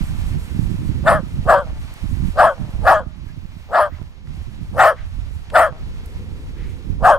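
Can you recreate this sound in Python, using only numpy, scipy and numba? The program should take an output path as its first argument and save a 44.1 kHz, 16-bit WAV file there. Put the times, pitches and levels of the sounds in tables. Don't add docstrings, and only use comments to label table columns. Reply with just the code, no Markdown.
import sys
import numpy as np
from scipy import signal
from scipy.fft import rfft, irfft, next_fast_len
from scipy.io import wavfile
from scipy.ndimage import uniform_filter1d, minimum_filter1d
from numba import njit

SR = 44100
rng = np.random.default_rng(int(sys.argv[2]) if len(sys.argv) > 2 else 0)


def boost_factor(decibels):
    exponent = np.asarray(decibels, float) / 20
    return 10 ** exponent


def store_wav(level_fs):
    pcm = np.round(np.clip(np.atleast_2d(level_fs), -1, 1) * 32767)
    wavfile.write(sys.argv[1], SR, pcm.T.astype(np.int16))


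N = 316638

# start_s, length_s, right_thud_db, left_minus_right_db, flutter_over_thud_db
GUSTS = [(-.05, 0.47, -19.5, -7.5, -4.5), (0.493, 0.33, -21, -9.5, 2), (0.775, 0.46, -22.5, -7, 2),
         (1.305, 0.23, -22, -5, -1.5), (1.62, 0.23, -25, -3.5, -9), (2.006, 0.16, -15.5, -17, -6.5),
         (2.165, 0.23, -19.5, -11.5, -2.5), (2.568, 0.07, -23, -3, 1.5), (2.72, 0.17, -18, -10.5, -6.5),
         (2.923, 0.6, -31, -24, -3.5), (3.889, 0.087, -25.5, -20, -6), (4.257, 0.25, -26.5, -11, -4),
         (4.547, 0.29, -29, -4, 0), (4.978, 0.43, -23.5, -11, -15.5), (5.48, 0.27, -36, 3.5, 0),
         (5.776, 0.33, -27.5, -2.5, -9.5), (6.1, 0.52, -30, -2, -6.5), (6.54, 0.22, -24, -10, -8.5),
         (6.835, 0.29, -20, -14, -6.5)]
# time_s, traffic_db, drone_db
AIR_LEVELS = [(0, -47.5, -56), (1, -51, -46.5), (2.3, -50, -59.5), (2.85, -52, -51), (3.1, -57, -62),
              (4.0, -55, -62.5), (4.24, -61, -57), (4.29, -55, -59), (5.6, -54.5, -57.5),
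              (5.8, -53.5, -48.5), (7.18, -55.5, -47)]
# freq_hz, level_db
TRAFFIC_SPECTRUM = [(350, -13), (600, 1.5), (950, 2.5), (1500, -1), (2300, 0.5), (4100, -5), (7000, -14),
                    (10000, -67)]
RUSTLE_SPECTRUM = [(2650, -38), (4500, -37), (5570, -0.5), (8020, 9.5), (9630, 7), (12200, 3.5),
                   (15600, -4)]
DRONE_SPECTRUM = [(200, -3), (300, -3), (520, -5.5), (700, -47)]
# full_voice_s, level_db, fall_s, sag_db_per_s, pitch_hz
BARKS = [
    (1.081, -6.5, 0.15, 82.5, 706.6),
    (1.501, -4.5, 0.17, 98.5, 674.3),
    (2.400, -4.5, 0.16, 54.5, 733.7),
    (2.884, -3, 0.18, 113.5, 751.5),
    (3.754, -9.5, 0.15, 7.5, 728),
    (4.807, -4.5, 0.15, 20.5, 747),
    (5.562, -5.5, 0.16, 44, 730),
    (7.059, -3, 0.15, 58, 749),
]
# time_s, facing_0_to_1, jaw_snap_db_per_s
HEAD = [
    (1.08, 0.78, 1044),
    (1.5, 0.1, 863.5),
    (2.4, 0.21, 898),
    (2.9, 0.46, 701),
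    (3.75, 0.32, 657),
    (4.8, 0.82, 656),
    (5.56, 0.88, 1099),
    (7.06, 0, 854),
]
# freq_hz, width_hz, level_db
TEETH = [(4200, 1200, -5), (5100, 800, -6), (6400, 900, -9), (8000, 700, -2), (9800, 1600, -3),
         (13000, 2500, -10)]
# time_s, level_db, resonance_hz
GRUMBLES = [
    [(1.66, -42, 625), (1.746, -54, 639), (1.78, -46, 639)],
    [(2.55, -45.5, 635), (2.8, -50.5, 640), (2.83, -58, 667)],
    [(5.72, -43.5, 637), (5.842, -59.5, 646), (5.85, -33, 676)],
]
# time_s, level_db, resonance_hz
PUFFS = [
    [(3.9, -58, 1500), (3.95, -56, 1790), (4.01, -70, 1900)],
    [(4.96, -48.5, 1487), (5.0, -47.5, 1700), (5.06, -58, 1700)],
    [(6.56, -57, 1700), (6.61, -49.5, 1770), (6.72, -54.5, 2140), (6.78, -69, 2200)],
]
# start_s, end_s, start_hz, end_hz, level_db
SQUEAKS = [
    (3.26, 3.34, 1500, 1900, -55),
    (3.9, 3.99, 1750, 2350, -53),
    (4.96, 5.02, 1800, 2150, -51),
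]
# start_s, peak_db, centre_hz, left_minus_right_db
TICKS = [
    (1.939, -42, 10700, -21),
    (4.015, -25.5, 80, -17.5),
    (3.985, -40, 700, 6),
    (4.273, -41, 1300, -11),
    (5.501, -30.5, 1860, 2),
    (6.059, -40.5, 10500, -17),
]
# time_s, hum_hz, hum_db, gear_whine_db
ZOOM = [
    (3.18, 1020, -95, -100),
    (3.24, 1035, -75, -77),
    (3.95, 975, -74, -70.5),
    (4.0, 995, -59, -83),
    (4.11, 978, -65, -77),
    (4.14, 950, -76, -100),
]

BREEZE_DB, BREEZE_PAN_DB, BREEZE_FLUTTER_DB = -36, -6, -5.5
GUST_RISE_S, GUST_FALL_S = 0.039, 0.082
RUSTLE_DB, RUSTLE_PER_DB = -63, 1.68
DUCK_DB, DUCK_AFTER_S, DUCK_BACK_S = -3.5, 0.16, 0.087
RISE_KNEE_S = .008
FALL_DB, FALL_CURVE = 37.5, 4
DB_PER_OCTAVE_RISING, DB_PER_OCTAVE_FALLING, SLACK_HZ = 60, 89.5, 531
SETTLE, SETTLE_S = .1, .07
LOCK_S, CHAOS_BEFORE, CHAOS_AFTER = .045, .75, .3
ROUGH, ROUGH_SWING, WOBBLE = .7, .15, .035
TOP_HZ, TOP_FACING_HZ, TOP_DB_PER_OCTAVE = 1688, 281, 115.5
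MOUTH_TO_TOP, MOUTH_SWING, SWING_S = 0.64, 0.12, .085
MOUTH_DB, MOUTH_OPENS_DB = -2, -16
BREATH_DB, BREATH_PER_EFFORT_RISING, BREATH_PER_EFFORT_FALLING = -34, -0.23, 0.16
BREATH_FACING_DB, SHADE_DB_PER_KHZ = 6.5, -.5
NOSE_HZ = 3210
YAP_HZ, YAP_DB, YAP_S, YAP_FACING_DB = 3540, -30.5, 0.01, 17.5


@njit
def ring(x, g, k):
    band, low = np.empty(len(x)), np.empty(len(x))
    b, l = 0., 0.
    for i in range(len(x)):
        v = (b + g[i] * (x[i] - l)) / (1 + g[i] * (g[i] + k[i]))
        band[i] = k[i] * v
        low[i] = l + g[i] * v
        b, l = 2 * v - b, l + 2 * g[i] * v
    return band, low


def svf(x, hz, width, kind="band"):
    g = np.tan(np.pi * np.clip(hz, 5, .45 * SR) / SR) + 0 * x
    band, low = ring(x, g, np.abs(width / hz) + 0 * x)
    return {"band": band, "low": low, "high": x - band - low}[kind]


def twice(x, hz, width, second_width):
    return svf(svf(x, hz, width), hz, second_width)


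def steep(x, hz, kind):
    for damping in (1.96, 1.66, 1.11, .39):
        x = svf(x, hz, hz * damping, kind)
    return x


def unit(x, span=0):
    power = uniform_filter1d(x ** 2, int(span * SR)) if span else np.mean(x ** 2)
    return x / np.sqrt(power + 1e-18)


def curves(table, n=N, start=0):
    s, *columns = np.transpose(table)
    t = (start + np.arange(n)) / SR
    return [np.interp(t, s, c) for c in columns]


def walk(rate, n=N):
    hold = int(SR / rate)
    steps = np.repeat(rng.standard_normal(N // hold + 1), hold)
    return unit(uniform_filter1d(uniform_filter1d(steps, hold), hold)[:n])


def colour(spectrum):
    hz, db = np.transpose(spectrum)
    size = 2 * next_fast_len(N // 2)
    f = np.arange(size // 2 + 1) * SR / size
    shape = boost_factor(np.interp(np.log(f + 1), np.log(hz), db, left=-90))
    return unit(irfft(rfft(rng.standard_normal(size)) * shape, size)[:N])


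def add(out, sound, start):
    n = min(sound.shape[1], N - start)
    faded = sound * signal.windows.tukey(sound.shape[1], .06)
    out[:, start:start + n] += faded[:, :n]


def gusts():
    t = np.arange(N) / SR
    power = boost_factor(BREEZE_DB + np.array([[BREEZE_PAN_DB], [0], [BREEZE_FLUTTER_DB]])) ** 2
    for s, length, db, pan_db, flutter_db in GUSTS:
        fall = np.exp(-np.maximum(t - s - length + GUST_FALL_S / 2, 0) / GUST_FALL_S)
        shape = np.clip((t - s) / GUST_RISE_S, 0, 1) * fall
        power = power + (shape * boost_factor(db + np.array([[pan_db], [0], [flutter_db]]))) ** 2
    return 10 * np.log10(power)


def eddies(rate, spread_db):
    moment, side, strength = rng.random((3, N))
    return (moment < rate / SR) * np.sign(side - .35) * boost_factor(-spread_db * np.log(strength + 1e-9))


def wind():
    left_db, right_db, flutter_db = gusts()
    ports = []
    for thud_db, quick_db, flutter_hz in ((left_db, left_db - 11, 100), (right_db, flutter_db, 135)):
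        kicks = eddies(rate=180, spread_db=2.5) * boost_factor(4.5 * walk(10))
        slow = eddies(rate=200, spread_db=2.0) + 0.68 * kicks
        thud = steep(svf(slow, 45, 110), 94.5, "low")
        flutter = steep(twice(kicks, flutter_hz, 94.4, 135), 372, "low")
        ports.append(boost_factor(thud_db) * unit(thud, 0.23) + boost_factor(quick_db) * unit(flutter, 0.21))
    return np.array(ports)


def ducking():
    since = np.arange(N) / SR - np.array(BARKS)[:, :1] - DUCK_AFTER_S
    recovery = np.exp(-np.abs(since) / DUCK_BACK_S)
    return DUCK_DB * np.where(since > 0, recovery, np.clip(1 + since / 0.3, 0, 1)).sum(axis=0)


def distant_air():
    traffic_db, drone_db = curves(AIR_LEVELS) + ducking()
    rustle_db = RUSTLE_DB + RUSTLE_PER_DB * (traffic_db + 54.5)
    # spectrum, level_db, likeness of the ports, flicker_db, right_minus_left_db
    layers = ((TRAFFIC_SPECTRUM, traffic_db + 4.5, .75, .8, 1),
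              (RUSTLE_SPECTRUM, rustle_db, .6, 1.6, 5),
              (DRONE_SPECTRUM, drone_db, .8, 1.5, 0))
    out = 0
    for spectrum, db, like, flicker_db, right_db in layers:
        common = colour(spectrum)
        own = np.sqrt(1 - like ** 2)
        left = like * np.roll(common, 7) + own * colour(spectrum)
        right = like * common + own * colour(spectrum)
        ports = np.array([left * boost_factor(-right_db / 2), right * boost_factor(right_db / 2)])
        out = out + boost_factor(db + flicker_db * walk(36)) * ports
    return out


def effort(t, snap, fall_s, sag):
    rise = snap * (RISE_KNEE_S - np.hypot(t, RISE_KNEE_S))
    return np.where(t < 0, rise, -sag * t - FALL_DB * np.abs(t / fall_s) ** FALL_CURVE)


def controls(t, facing, snap, peak_db, fall_s, sag, pitch_hz):
    push = np.maximum(effort(t, snap, fall_s, sag), -60)
    swing = np.cos(2 * np.pi * t / SWING_S)
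    rising = t < 0
    top_hz = TOP_HZ + TOP_FACING_HZ * facing
    settled_hz = pitch_hz * (1 - SETTLE * np.clip(t / SETTLE_S, 0, 1) ** 2)
    falling_hz = np.maximum(settled_hz * 2 ** (push / DB_PER_OCTAVE_FALLING), SLACK_HZ)
    hz = np.where(rising, pitch_hz * 2 ** (push / DB_PER_OCTAVE_RISING), falling_hz)
    mouth_hz = MOUTH_TO_TOP * top_hz * (1 + MOUTH_SWING * swing)
    mouth_db = MOUTH_DB + rising * np.minimum(push - MOUTH_OPENS_DB, 0)
    per_effort = np.where(rising, BREATH_PER_EFFORT_RISING, BREATH_PER_EFFORT_FALLING)
    breath_db = BREATH_DB + BREATH_FACING_DB * facing + push * per_effort
    closing_hz = top_hz * 2 ** (push / TOP_DB_PER_OCTAVE)
    return peak_db + push, hz, mouth_hz, mouth_db, closing_hz, breath_db, ROUGH - ROUGH_SWING * swing


@njit
def folds(hz, rough, chance, jitter, shimmer):
    out = np.zeros(len(hz) + 1)
    phase, k, stretch = 0., 0, 1.
    for i in range(len(hz)):
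        step = hz[i] * stretch / SR
        phase += step
        if phase >= 1:
            phase, k = phase - 1, k + 1
            size = np.exp(shimmer * rough[i] * chance[k, 0])
            stretch = np.exp(jitter * rough[i] * chance[k, 1])
            out[i] += size * phase / step
            out[i + 1] += size * (1 - phase / step)
    return out[:-1]


def fold_pulses(hz, rough, locked):
    cycle = np.arange(600)
    chaos = np.where(cycle > hz[~locked].sum() / SR, CHAOS_AFTER, CHAOS_BEFORE)[:, None]
    pattern = .8 * np.cos(2 * np.pi * cycle / 3)[:, None]
    chance = np.clip(chaos * rng.standard_normal((600, 2)) + pattern, -1.7, 1.7)
    return folds(hz, rough ** 1.5, chance, jitter=.4, shimmer=.8)


def bark_voice(source, hz, mouth_hz, mouth_db, top_hz, rough):
    throat = svf(svf(source, hz, 110 + 520 * rough), hz * 1.06, 800)
    throat = steep(throat, np.minimum(.82 * hz, 490), "high")
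    mouth = svf(svf(source, mouth_hz, 300 + 300 * rough), mouth_hz, 650)
    mouth = mouth + 0.62 * svf(svf(source, 0.94 * top_hz, 200), 0.86 * top_hz, 490)
    share = np.clip(boost_factor(mouth_db - 0.64), 0, .95)
    voice = np.sqrt(1 - share ** 2) * unit(throat, 0.015) - share * unit(mouth, 0.017)
    chest = unit(svf(svf(source, 370, 153), 324, 220))
    return steep(voice, .96 * top_hz, "low") + boost_factor(-27.5) * chest


def bark_breath(pulses, hz, db, facing, noises):
    n = len(hz)
    puffs = unit(svf(pulses, hz, 900), .03) * 0.53 + 1
    shade = (1 - facing) * SHADE_DB_PER_KHZ
    patches = [boost_factor(d + .2 * db + 4 * walk(45, n) + shade * f / 1000) for f, w, d in TEETH]
    lips = 1 + .05 * walk(14, n)
    ports = []
    for mix in (.3, -.3):
        stream = (noises[0] + mix * noises[1]) * puffs
        hiss = 0
        for k, (f, w, d) in enumerate(TEETH):
            hiss = hiss + (-1) ** k * patches[k] * svf(svf(stream, f * lips, 0.88 * w), f, 4 * w)
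        ports.append(hiss)
    return unit(np.array(ports)) * np.array([[.8], [1.2]])


def bark(s, *voice_of):
    start, n = int((s - .08) * SR), int(.28 * SR)
    t = (start + np.arange(n)) / SR - s
    facing, snap = np.ravel(curves(HEAD, 1, int(s * SR)))
    db, hz, mouth_hz, mouth_db, top_hz, breath_db, rough = controls(t, facing, snap, *voice_of)
    hz = hz * (1 + WOBBLE * walk(40, n))
    rough = np.clip(np.maximum(rough, (-db - 22) / 15), 0, 1)
    noises = rng.standard_normal((3, n))
    locked = t > LOCK_S
    pulses = fold_pulses(hz, rough, locked)
    turbulence = np.where(locked, CHAOS_AFTER + .1, CHAOS_BEFORE) * rough * noises[0]
    source = unit(pulses - uniform_filter1d(pulses, 400)) + turbulence
    airy = source + noises[0]

    voice = bark_voice(source, hz, mouth_hz, mouth_db, top_hz, rough)
    right = np.roll(boost_factor(-3.0) * voice + 0.31 * svf(voice, 2420, 1200), -2)
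    nose = unit(twice(airy, NOSE_HZ, 220, 400), .04)
    nose = boost_factor(-33) * uniform_filter1d(.4 + .6 * locked, 2000) * nose
    yap = np.exp(-t ** 2 / YAP_S ** 2) * unit(twice(airy, YAP_HZ, 400, 400), 0.12)
    yap = boost_factor(YAP_DB + YAP_FACING_DB * (facing - .5)) * yap
    rasp = unit(steep(svf(airy, 2600, 580), 1760, "high"), 0.079)
    rasp = boost_factor(0.57 * db + 8.5) * rasp
    breath = .6 * bark_breath(pulses, hz, db, facing, noises[1:])
    breath = breath + .6 * np.array([rasp, np.roll(rasp, -3)])
    return start, boost_factor(db + 1.7) * (np.array([voice, right]) + boost_factor(breath_db) * breath + nose + yap)


def barks():
    out = np.zeros((2, N))
    for row in BARKS:
        start, sound = bark(*row)
        add(out, sound, start)
    scatter = rng.standard_normal((2, 9000)) * np.exp(-np.arange(9000) / SR / .06)
    delay = np.zeros(int(.13 * SR))
    echo = []
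    for port, trees in zip(out, scatter):
        echo.append(np.r_[delay, signal.fftconvolve(svf(port, 1400, 1600), trees)][:N])
    return out + boost_factor(-72.5) * np.array(echo)


def throat_noises(tables, air_share):
    out = np.zeros((2, N))
    for table in tables:
        start, n = int(table[0][0] * SR), int((table[-1][0] - table[0][0]) * SR)
        db, hz = curves(table, n, start)
        chance = rng.standard_normal((600, 2))
        growl = folds(162 - 130 * np.arange(n) / SR, np.ones(n), chance, jitter=.03, shimmer=.3)
        source = unit(growl) + air_share * rng.standard_normal(n)
        sound = boost_factor(db) * unit(twice(source, hz, 0.5 * hz, 1.9 * hz))
        add(out, sound * np.array([[1.1], [.9]]), start)
    return out


def grumbles():
    return throat_noises(GRUMBLES, air_share=.3)


def camera_ticks():
    out = np.zeros((2, N))
    for s, db, hz, pan_db in TICKS:
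        burst = rng.standard_normal(600) * np.exp(-np.arange(600) / SR / 0.003)
        tick = twice(burst, hz, 1.3 * hz, 1.4 * hz)
        tick = boost_factor(db) * tick / np.abs(tick).max()
        start = int(s * SR)
        out[:, start:start + 600] += tick * boost_factor(np.array([[pan_db], [-pan_db]]) / 2)
    return out


def zoom_motor():
    hz, hum_db, whine_db = curves(ZOOM)
    noise = rng.standard_normal(N)
    hum = boost_factor(hum_db) * unit(svf(noise, hz, 45))
    whine = boost_factor(whine_db) * unit(twice(noise, 14800, 2500, 3000))
    return (hum + whine) * np.array([[1.5], [.4]])


def squeaks():
    out = np.zeros((2, N))
    for t0, t1, hz0, hz1, db in SQUEAKS:
        n = int((t1 - t0) * SR)
        whistle = unit(svf(rng.standard_normal(n), np.linspace(hz0, hz1, n), 60))
        add(out, boost_factor(db) * np.hanning(n) * whistle * np.array([[.7], [1.3]]), int(t0 * SR))
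    return out


def airy_puffs():
    return throat_noises(PUFFS, air_share=4)


def scene():
    dog = barks() + grumbles() + squeaks() + airy_puffs()
    return wind() + distant_air() + dog + camera_ticks() + zoom_motor()


def roll_off(x):
    return signal.sosfilt(signal.butter(12, 15780, fs=SR, output="sos"), x)


def record(dry):
    room = np.minimum(1.1 / (np.abs(dry).max(axis=0) + 1e-9), 1)
    gain = uniform_filter1d(minimum_filter1d(room, size=160), size=260)
    return roll_off(np.clip(dry * gain, -1, 1))


dry = scene()
out = record(dry)
store_wav(out)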